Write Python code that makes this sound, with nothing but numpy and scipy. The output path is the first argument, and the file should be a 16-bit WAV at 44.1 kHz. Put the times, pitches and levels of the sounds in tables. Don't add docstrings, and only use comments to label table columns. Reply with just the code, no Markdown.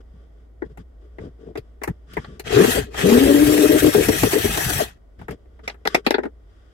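import sys
import numpy as np
from scipy import signal
from scipy.fft import rfft, irfft
from scipy.io import wavfile
from scipy.ndimage import uniform_filter1d

SR = 44100
rng = np.random.default_rng(int(sys.argv[2]) if len(sys.argv) > 2 else 0)


def transcribe(signal):
    frames = np.atleast_2d(signal).T
    limited = np.clip(frames, -1, 1)
    pcm = np.round(limited * 32767).astype(np.int16)
    wavfile.write(sys.argv[1], SR, pcm)


def rack_gain(trim_db):
    fader = np.asarray(trim_db, float)
    return 10 ** (fader / 20)


N = 296780

# (time [s], speed [turns/s])
MOTOR_SPEED = [(2.45, 20), (2.56, 110), (2.62, 190), (2.7, 260), (2.76, 290), (2.88, 40), (3.03, 160),
               (3.1, 228), (3.2, 268), (3.3, 289), (3.45, 304), (3.6, 308), (4.08, 309), (4.15, 315),
               (4.3, 318), (4.45, 323), (4.6, 325), (4.72, 325), (4.8, 290), (4.95, 60)]
# (time [s], level [dB])
WHIR_LEVEL = [(2.44, -56), (2.469, -33), (2.5, -34), (2.54, -25), (2.58, -25), (2.68, -24), (2.79, -28),
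              (2.9, -60.5), (2.93, -47.5), (2.99, -24.5), (3.08, -26.5), (3.14, -23.5), (3.2, -27.5),
              (4.5, -28.5), (4.6, -28), (4.76, -28.5), (4.81, -26), (4.86, -38), (4.98, -73)]


def drill():
    speed = curves([MOTOR_SPEED], outside=0)[0] * (1 - snags())
    turns = 2 * np.pi * np.cumsum(speed * (1 + 0.00076 * wander(38))) / SR
    whir_db = curves([WHIR_LEVEL])[0]
    whir = rack_gain(whir_db + 1) * motor_whir(turns, speed / speed.max())
    near = whir + bolt_vibration(turns, whir_db) + brakes()
    return ports(near, 0.68, 0.000483) + ports(body_rumble(whir_db), 0.73, 0.0002)


# (frequency [Hz], relative density [dB per Hz])
WHIR_SPECTRUM = [(410, -45), (700, -2), (1020, -12), (1690, -3), (2530, -7), (2910, -9.5), (3270, -7.5),
                 (4890, -15.5), (8430, -13.5), (9720, -15.5), (12400, -12), (14500, -17.5), (15500, -21.5)]
# (multiple of motor speed [1], level against the whir at full speed [dB])
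GEAR_TONES = [(5, -24), (6, -21), (7, -22), (8, -24), (10, -25), (15, -24), (18, -11), (39.6, -23)]
# (frequency [Hz], width [Hz], relative level [dB])
SHELL_MODES = [(1320, 160, -4.5), (1569, 17, -2.5), (1974, 120, 2), (2465, 87, 2.5), (3316, 160, -3.5),
               (3695, 60, -13)]


def motor_whir(turns, full):
    air = pair(rng.standard_normal(N), rng.standard_normal((2, N)), 0.43)
    hiss = air * (1 + 0.15 * np.cos(turns)) + 0.12 * jolts(540, 3)
    whir = patchy(colour(hiss, WHIR_SPECTRUM), 2.62) * rack_gain(1.5 * wander(67))
    low_pass = signal.butter(2, 7000, fs=SR, output="sos")
    body = signal.sosfiltfilt(low_pass, whir)
    whir = body + (0.12 + 1.34 * full ** 2) * (whir - body)
    gears = sum(rack_gain(db + 3 * wander(15)) * np.cos(k * turns) for k, db in GEAR_TONES)
    whir += full ** 5 * gears
    whir += 0.15 * evened(band(air, 71, 787))
    whir += 0.23 * patchy(evened(ring(hiss, SHELL_MODES)), 5.1)
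    return whir


# (frequency [Hz], width [Hz], relative level [dB])
DASH_MODES = [(187, 42, -12), (263, 62, -3.5), (419, 56, 2), (506.3, 77, -5), (574, 120, -8.5)]


def bolt_vibration(turns, whir_db):
    steady, loose = grips(whir_db)
    drift = 0.45 * wander(45) + 0.12 * np.array([wander(20), wander(20)])
    wobble = 0.98 * turns + drift
    shake = np.cos(wobble) * rack_gain(2.2 * wander(60))
    shake = shake + 0.25 * np.cos(2 * wobble) * rack_gain(5.4 * wander(30))
    clicks = pair(jolts(700, 2.5), jolts(700, 2.9) * [[1], [-1]], 0.98)
    chatter = evened(band(ring(clicks, DASH_MODES), 200, 990))
    return steady * evened(shake) + loose * chatter


# (time [s], time held [s], level at the bite [dB], power share [1])
BOLT_GRIPS = [(2.465, 0.043, -34.5, .05), (2.519, 0.035, -20.5, 0), (2.56, 0.047, -13.5, 0.25),
              (2.603, 0.047, -13.5, 0.27), (2.675, 0.016, -13.5, 0.4), (2.744, 0.051, -23.5, 0),
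              (2.86, 0.072, -44, 0.36), (2.97, 0.098, -31, 0), (3.034, 0.083, -12, 0.29),
              (3.115, 0.07, -11.5, 0.76), (3.199, 0.068, -14, 0.77), (3.268, 0.053, -11.5, 0.72),
              (3.338, 0.095, -11, 0.88), (3.445, 0.11, -15, 0.73), (3.56, 0.1, -13, .6),
              (3.69, 0.084, -14.5, 0.61), (3.818, 0.073, -12.5, 0.47), (3.946, 0.073, -16.5, .15),
              (4.085, 0.015, -16.5, 0.2), (4.119, 0.046, -27, 0.34), (4.234, .035, -19, 0.17),
              (4.33, .06, -20, 0), (4.439, 0.026, -20.5, 0.15), (4.559, 0.046, -32.5, 0.7),
              (4.68, .04, -33.5, 0.34), (4.78, 0.051, -29.5, 0)]


def grips(whir_db):
    bite_s, sag_db_per_s, let_go_db_per_s = 0.0087, -7.5, -800.0
    slack_db = -13.5
    since = np.arange(SR // 4) / SR
    power = np.array([np.zeros(N), rack_gain(whir_db + slack_db) ** 2])
    for s, held, db, share in BOLT_GRIPS:
        bite = np.minimum(since / bite_s, 1)
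        released = np.clip(since - held, 0, 1)
        force = bite * rack_gain(db + sag_db_per_s * since + let_go_db_per_s * released)
        share = np.clip(share, 0.02, 0.98)
        add(power, s, force ** 2 * [[share], [1 - share]])
    return np.sqrt(power)


def snags():
    full_scale_share, recovery_s = 0.25, 0.018
    lost, since = np.zeros((1, N)), np.arange(SR // 4) / SR
    for s, db, *_ in KNOCK_EVENTS:
        add(lost, s, full_scale_share * rack_gain(db) * np.exp(-since / recovery_s))
    return lost[0]


# (time [s], length [s], start frequency [Hz], end frequency [Hz], level [dB])
BRAKE_GROANS = [(2.753, .045, 856, 394, -21), (4.789, 0.035, 926, 494, -17)]


def brakes():
    out = np.zeros((1, N))
    for s, length, start_hz, end_hz, db in BRAKE_GROANS:
        hz = np.geomspace(start_hz, end_hz, int(length * SR))
        tone = np.sin(2 * np.pi * np.cumsum(hz) / SR) * np.hanning(len(hz))
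        rough = evened(uniform_filter1d(rng.standard_normal(len(hz)), 50))
        add(out, s, rack_gain(db) * tone * (1 + 0.5 * rough))
    return out[0]


def body_rumble(whir_db):
    level_db = -12.5 + 0.77 * whir_db + 4.5 * wander(23)
    return rack_gain(level_db) * evened(band(rng.standard_normal(N), 43, 160))


# (time [s], trim knock [dB], dash boom [dB], upper trim modes [dB], bright crack [dB])
KNOCK_EVENTS = [(0.62, -30, -23, -77, -80), (0.773, -38.5, -45.5, -57, -54.5), (1.184, -37, -34, -73, -78),
                (1.554, -30, -25.5, -49, -65), (1.573, -39, -28, -34.5, -47), (1.815, -31, -33, -58, -64),
                (1.834, -21, -39, -38, -30), (1.875, -23.5, -23, -50.5, -40), (2.134, -46, -45, -40.5, -44),
                (2.168, -21, -23, -58, -50), (2.244, -34, -56, -38, -59), (2.395, -34.5, -36.5, -32, -36.5),
                (2.943, -27.5, -49, -39.5, -51), (3.946, -26, -8, -24.5, -44),
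                (4.085, -17.5, -10, -29.5, -21), (4.232, -14, -10.5, -23, -14),
                (4.33, -21.5, -12.5, -36.5, -25.5), (4.573, -18, -23.5, -31.5, -21.5),
                (5.19, -43, -47, -64, -65.5), (5.213, -36.5, -59, -72, -61),
                (5.282, -27, -32, -63.5, -50.5), (5.307, -36, -37.5, -47, -46.5),
                (5.456, -60.5, -55, -75, -86), (5.591, -46, -45, -80, -84.5),
                (5.676, -18.5, -44.5, -22.5, -51), (5.696, -31.5, -60, -31, -66),
                (5.742, -46, -56.5, -65, -67), (5.852, -17, -25.5, -27, -53),
                (5.871, -8, -23, -13.5, -26.5), (5.945, -4, -14.5, -10, -29.5),
                (6.064, -9.5, -12.5, -12, -30), (6.106, -8.5, -18.5, -13, -27),
                (6.141, -11, -16.5, -20, -64), (6.182, -18.5, -17, -43, -67),
                (6.233, -26.5, -27, -49.5, -68), (6.253, -26.5, -22.5, -65, -71)]
# (frequency [Hz], width [Hz], relative level [dB])
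TRIM_MODES = [(800, 300, 0), (1050, 350, -3), (1350, 400, -2), (1700, 400, 0), (2000, 400, -1)]
# (frequency [Hz], width [Hz], relative level [dB])
UPPER_TRIM_MODES = [(2400, 500, 0), (2900, 550, -1), (3400, 600, -2), (4100, 700, -3), (4900, 800, -4)]
# (60 dB decay time [s], relative level [dB])
FOOTWELL_TAIL = (0.067, 0.76)


def knocks():
    held_damping = 1.6
    out, t = np.zeros((2, N)), np.arange(7000) / SR
    tail_s, tail_db = FOOTWELL_TAIL
    tail = rack_gain(tail_db - 60 * t / tail_s) * (1 - np.exp(-t / 0.001))
    first = 0.33 * np.exp(-t / 0.00064)
    for s, db, boom_db, upper_db, crack_db in KNOCK_EVENTS:
        fade_s = max(0.048 - 0.0016 * np.clip(db - upper_db, 0, 35), 0.01)
        fade = rack_gain(-60 * t / fade_s) * (1 - np.exp(-t / 0.00098))
        noise, spot = rng.standard_normal((7, len(t))), rng.standard_normal((3, 5))
        lumps = rack_gain(7.5 * evened(uniform_filter1d(noise[6], 60)))
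        contact = noise[0] * (first + fade ** 1.46 * lumps) + noise[1:3] * tail
        trim = ring(contact, struck(TRIM_MODES, spot))
        upper = ring(contact, struck(UPPER_TRIM_MODES, spot))
        dash = [(f, w * held_damping, d + 1.9 * b) for (f, w, d), b in zip(DASH_MODES, spot[0])]
        boom = ring(noise[3] * (first + fade ** 1.7) + 0.37 * noise[4:6] * tail, dash)
        crack = band(contact, 2700, 15000) + 0.26 * band(contact, 4500, 8000)
        sound = rack_gain(db + 3) * peaked(trim) + rack_gain(boom_db + 4.5) * peaked(boom)
        sound = sound + rack_gain(upper_db + 3) * peaked(upper) + rack_gain(crack_db + 6) * peaked(crack)
        direction_db = np.array([[1], [-1]]) * 0.5 * spot[2, 0]
        add(out, s, sound * rack_gain(direction_db))
    return ports(band(out, 190, 16000), 0.54, 0.00027)


def struck(modes, spot):
    return [(f * (1 + 0.04 * a), w, d + 1.5 * b) for (f, w, d), a, b in zip(modes, *spot[:2])]


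# (time [s], length [s], dull rub [dB], bright rustle [dB], low push [dB])
DRAGS = [(0.0, 0.028, -42, -66.5, -68), (0.12, 0.087, -64, -78, -45), (0.641, .05, -45, -67, -37.5),
         (0.686, 0.071, -51, -70, -42), (0.769, 0.077, -58, -62, -35), (0.988, .14, -51.5, -72.5, -66),
         (1.18, 0.15, -33, -61, -32), (1.37, 0.19, -43.5, -69, -52), (1.452, 0.1, -35, -71, -41.5),
         (1.582, 0.037, -55, -68, -31.5), (1.881, 0.055, -43.5, -62, -21.5), (2.048, 0.36, -51.5, -54, -42),
         (2.164, 0.063, -57, -60, -26), (2.247, 0.21, -45, -62, -38), (2.749, 0.15, -60, -70, -23),
         (4.062, .08, -60, -70, -19.5), (4.209, .09, -60, -72.5, -18.5), (4.424, 0.14, -60, -69, -20.5),
         (5.173, 0.12, -51, -61.5, -36.5), (5.279, 0.092, -31, -53.5, -29.5),
         (5.626, 0.076, -46.5, -56, -44), (5.671, 0.093, -50, -56, -61.5), (5.877, 0.13, -42, -47.5, -58.5),
         (5.949, 0.074, -31.5, -48.5, -47.5), (6.042, 0.042, -50.5, -50, -45.5),
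         (6.213, 0.064, -31.5, -71, -58.5), (6.367, 0.77, -76, -70.5, -68)]
# (frequency [Hz], width [Hz], relative level [dB])
RUSTLE_MODES = [(1150, 53, -3.5), (1480, 170, -1.5), (1900, 250, -4), (3240, 500, -3.5), (3930, 660, -10),
                (4900, 660, -8.5), (8000, 3100, -14)]
# (dull rub [dB], bright rustle [dB], low push [dB])
FIDGETING = (-64.5, -77.5, -60)


def rubs():
    rise, fall = 0.19, 0.49
    power = rack_gain(np.array(FIDGETING)[:, None] + 2.5 * wander(9.7)) ** 2
    for s, length, *layers_db in DRAGS:
        done = np.arange(0, 1, 1 / (length * SR))
        swell = np.minimum(1, np.minimum(done / rise, (1 - done) / fall)) ** 2
        add(power, s, (rack_gain(np.array(layers_db))[:, None] * swell) ** 2)
    dull_gain, bright_gain, push_gain = np.sqrt(power)
    dull = evened(ring(jolts(1500, 2.1), DASH_MODES))
    slips = pair(evened(jolts(4400, 3)), rng.standard_normal((2, N)), 0.39)
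    bright = evened(ring(slips, RUSTLE_MODES))
    push = evened(band(rng.standard_normal(N), 43, 200))
    drag = rack_gain(-4.5) * dull_gain * dull + rack_gain(2.5) * bright_gain * bright
    return ports(drag + rack_gain(-6.5) * push_gain * push, 0.43, 0.00034)


# (frequency [Hz], relative density [dB per Hz])
WASH_SPECTRUM = [(50, -34), (85, -2), (191, -2.5), (238, 4.5), (664, -3.5), (882, -14), (1490, -17.5),
                 (1740, -30), (1850, -16), (2570, -31), (15800, -40.5)]
# (hum frequency [Hz], rumble level [dB])
HUM_AND_RUMBLE = (57.2, -56)
# (time [s], level [dB])
HUM_COURSE = [(0, -47), (1, -47), (2.2, -49), (5.2, -50), (6.73, -51.5)]


def still_air():
    shared, own = rng.standard_normal(N), rng.standard_normal((2, N))
    high_pass = signal.butter(1, 300, "high", fs=SR, output="sos")
    wash = colour(shared + 2.5 * signal.sosfilt(high_pass, own), WASH_SPECTRUM)
    hum_hz, deep_db = HUM_AND_RUMBLE
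    hum = np.sqrt(2) * np.sin(2 * np.pi * np.cumsum(hum_hz * (1 + 0.05 * wander(12))) / SR)
    hum_db = curves([HUM_COURSE])[0] + 1.2 * wander(9)
    deep = evened(band(pair(shared, own, 0.93), 25, 92))
    return rack_gain(-62) * wash + rack_gain(hum_db) * hum + rack_gain(deep_db) * deep


# (frequency [Hz], level difference [dB])
LEFT_RIGHT_DIFFERENCE = [(60, -2), (110, 6.5), (200, 2.5), (380, 15), (700, 10), (1290, 8), (2380, -0.5),
                         (4400, 9.5), (8120, 11.5), (15000, 4.5)]


def ports(x, share, lag_s):
    hz = np.fft.rfftfreq(N, 1 / SR)
    half = rack_gain(share * read(LEFT_RIGHT_DIFFERENCE, hz) / 2)
    return irfft(rfft(x) * [half, np.exp(-2j * np.pi * hz * lag_s) / half], N)


def pair(shared, own, same):
    same = np.clip(same, 0, 1)
    return same * shared + np.sqrt(1 - same ** 2) * own


def patchy(x, db):
    z = signal.stft(x, nperseg=512)[2]
    field = rng.standard_normal(z.shape[1:])
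    field = uniform_filter1d(field, size=5, axis=0)
    field = evened(uniform_filter1d(field, size=6, axis=1))
    return signal.istft(z * rack_gain(db * field), nperseg=512)[1][:, :N]


def ring(x, modes):
    out = 0
    for k, (hz, width, db) in enumerate(modes):
        r = np.exp(-np.pi * width / SR)
        angle = 2 * np.pi * hz / SR
        gain = (-1) ** k * rack_gain(db) * np.sqrt(1 - r) * np.sin(angle)
        out = out + gain * signal.lfilter([1], [1, -2 * r * np.cos(angle), r * r], x)
    return out


def jolts(per_s, spread_db):
    size = rack_gain(spread_db * np.minimum(rng.exponential(1, N), 4))
    return rng.standard_normal(N) * size * (rng.random(N) < per_s / SR)


def wander(hz):
    size = max(int(SR / hz), 2)
    return evened(uniform_filter1d(uniform_filter1d(rng.standard_normal(N), size), size))


def colour(x, points):
    gain = rack_gain(read(points, np.fft.rfftfreq(x.shape[-1], 1 / SR)))
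    return evened(irfft(rfft(x) * gain, x.shape[-1]))


def band(x, lo_hz, hi_hz):
    return signal.sosfilt(signal.butter(3, [lo_hz, hi_hz], "band", fs=SR, output="sos"), x)


def evened(x):
    return x / np.sqrt(np.mean(x ** 2) + 1e-20)


def peaked(x):
    return x / abs(x).max()


def read(points, hz):
    f, value = np.transpose(points)
    return np.interp(np.log(hz + 1), np.log(f + 1), value)


def curves(tables, outside=-120):
    rows = np.concatenate(tables)
    s = np.maximum.accumulate(rows[:, 0])
    return [np.interp(np.arange(N) / SR, s, c, outside, outside) for c in rows[:, 1:].T]


def add(mix, s, sound):
    part = mix[:, round(s * SR):][:, :sound.shape[-1]]
    part += sound[..., :part.shape[1]]


def scene():
    return drill() + knocks() + rubs() + still_air()


def roll_off(x):
    return signal.sosfilt(signal.butter(12, 16780, fs=SR, output="sos"), x)


def record(dry):
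    rounded = 1.007 * np.tanh(dry / 0.84)
    low_pass = signal.firwin(255, 15950, fs=SR)
    limited = signal.oaconvolve(rounded, low_pass[None], "same")
    return roll_off(limited)


dry = scene()
out = record(dry)
transcribe(out)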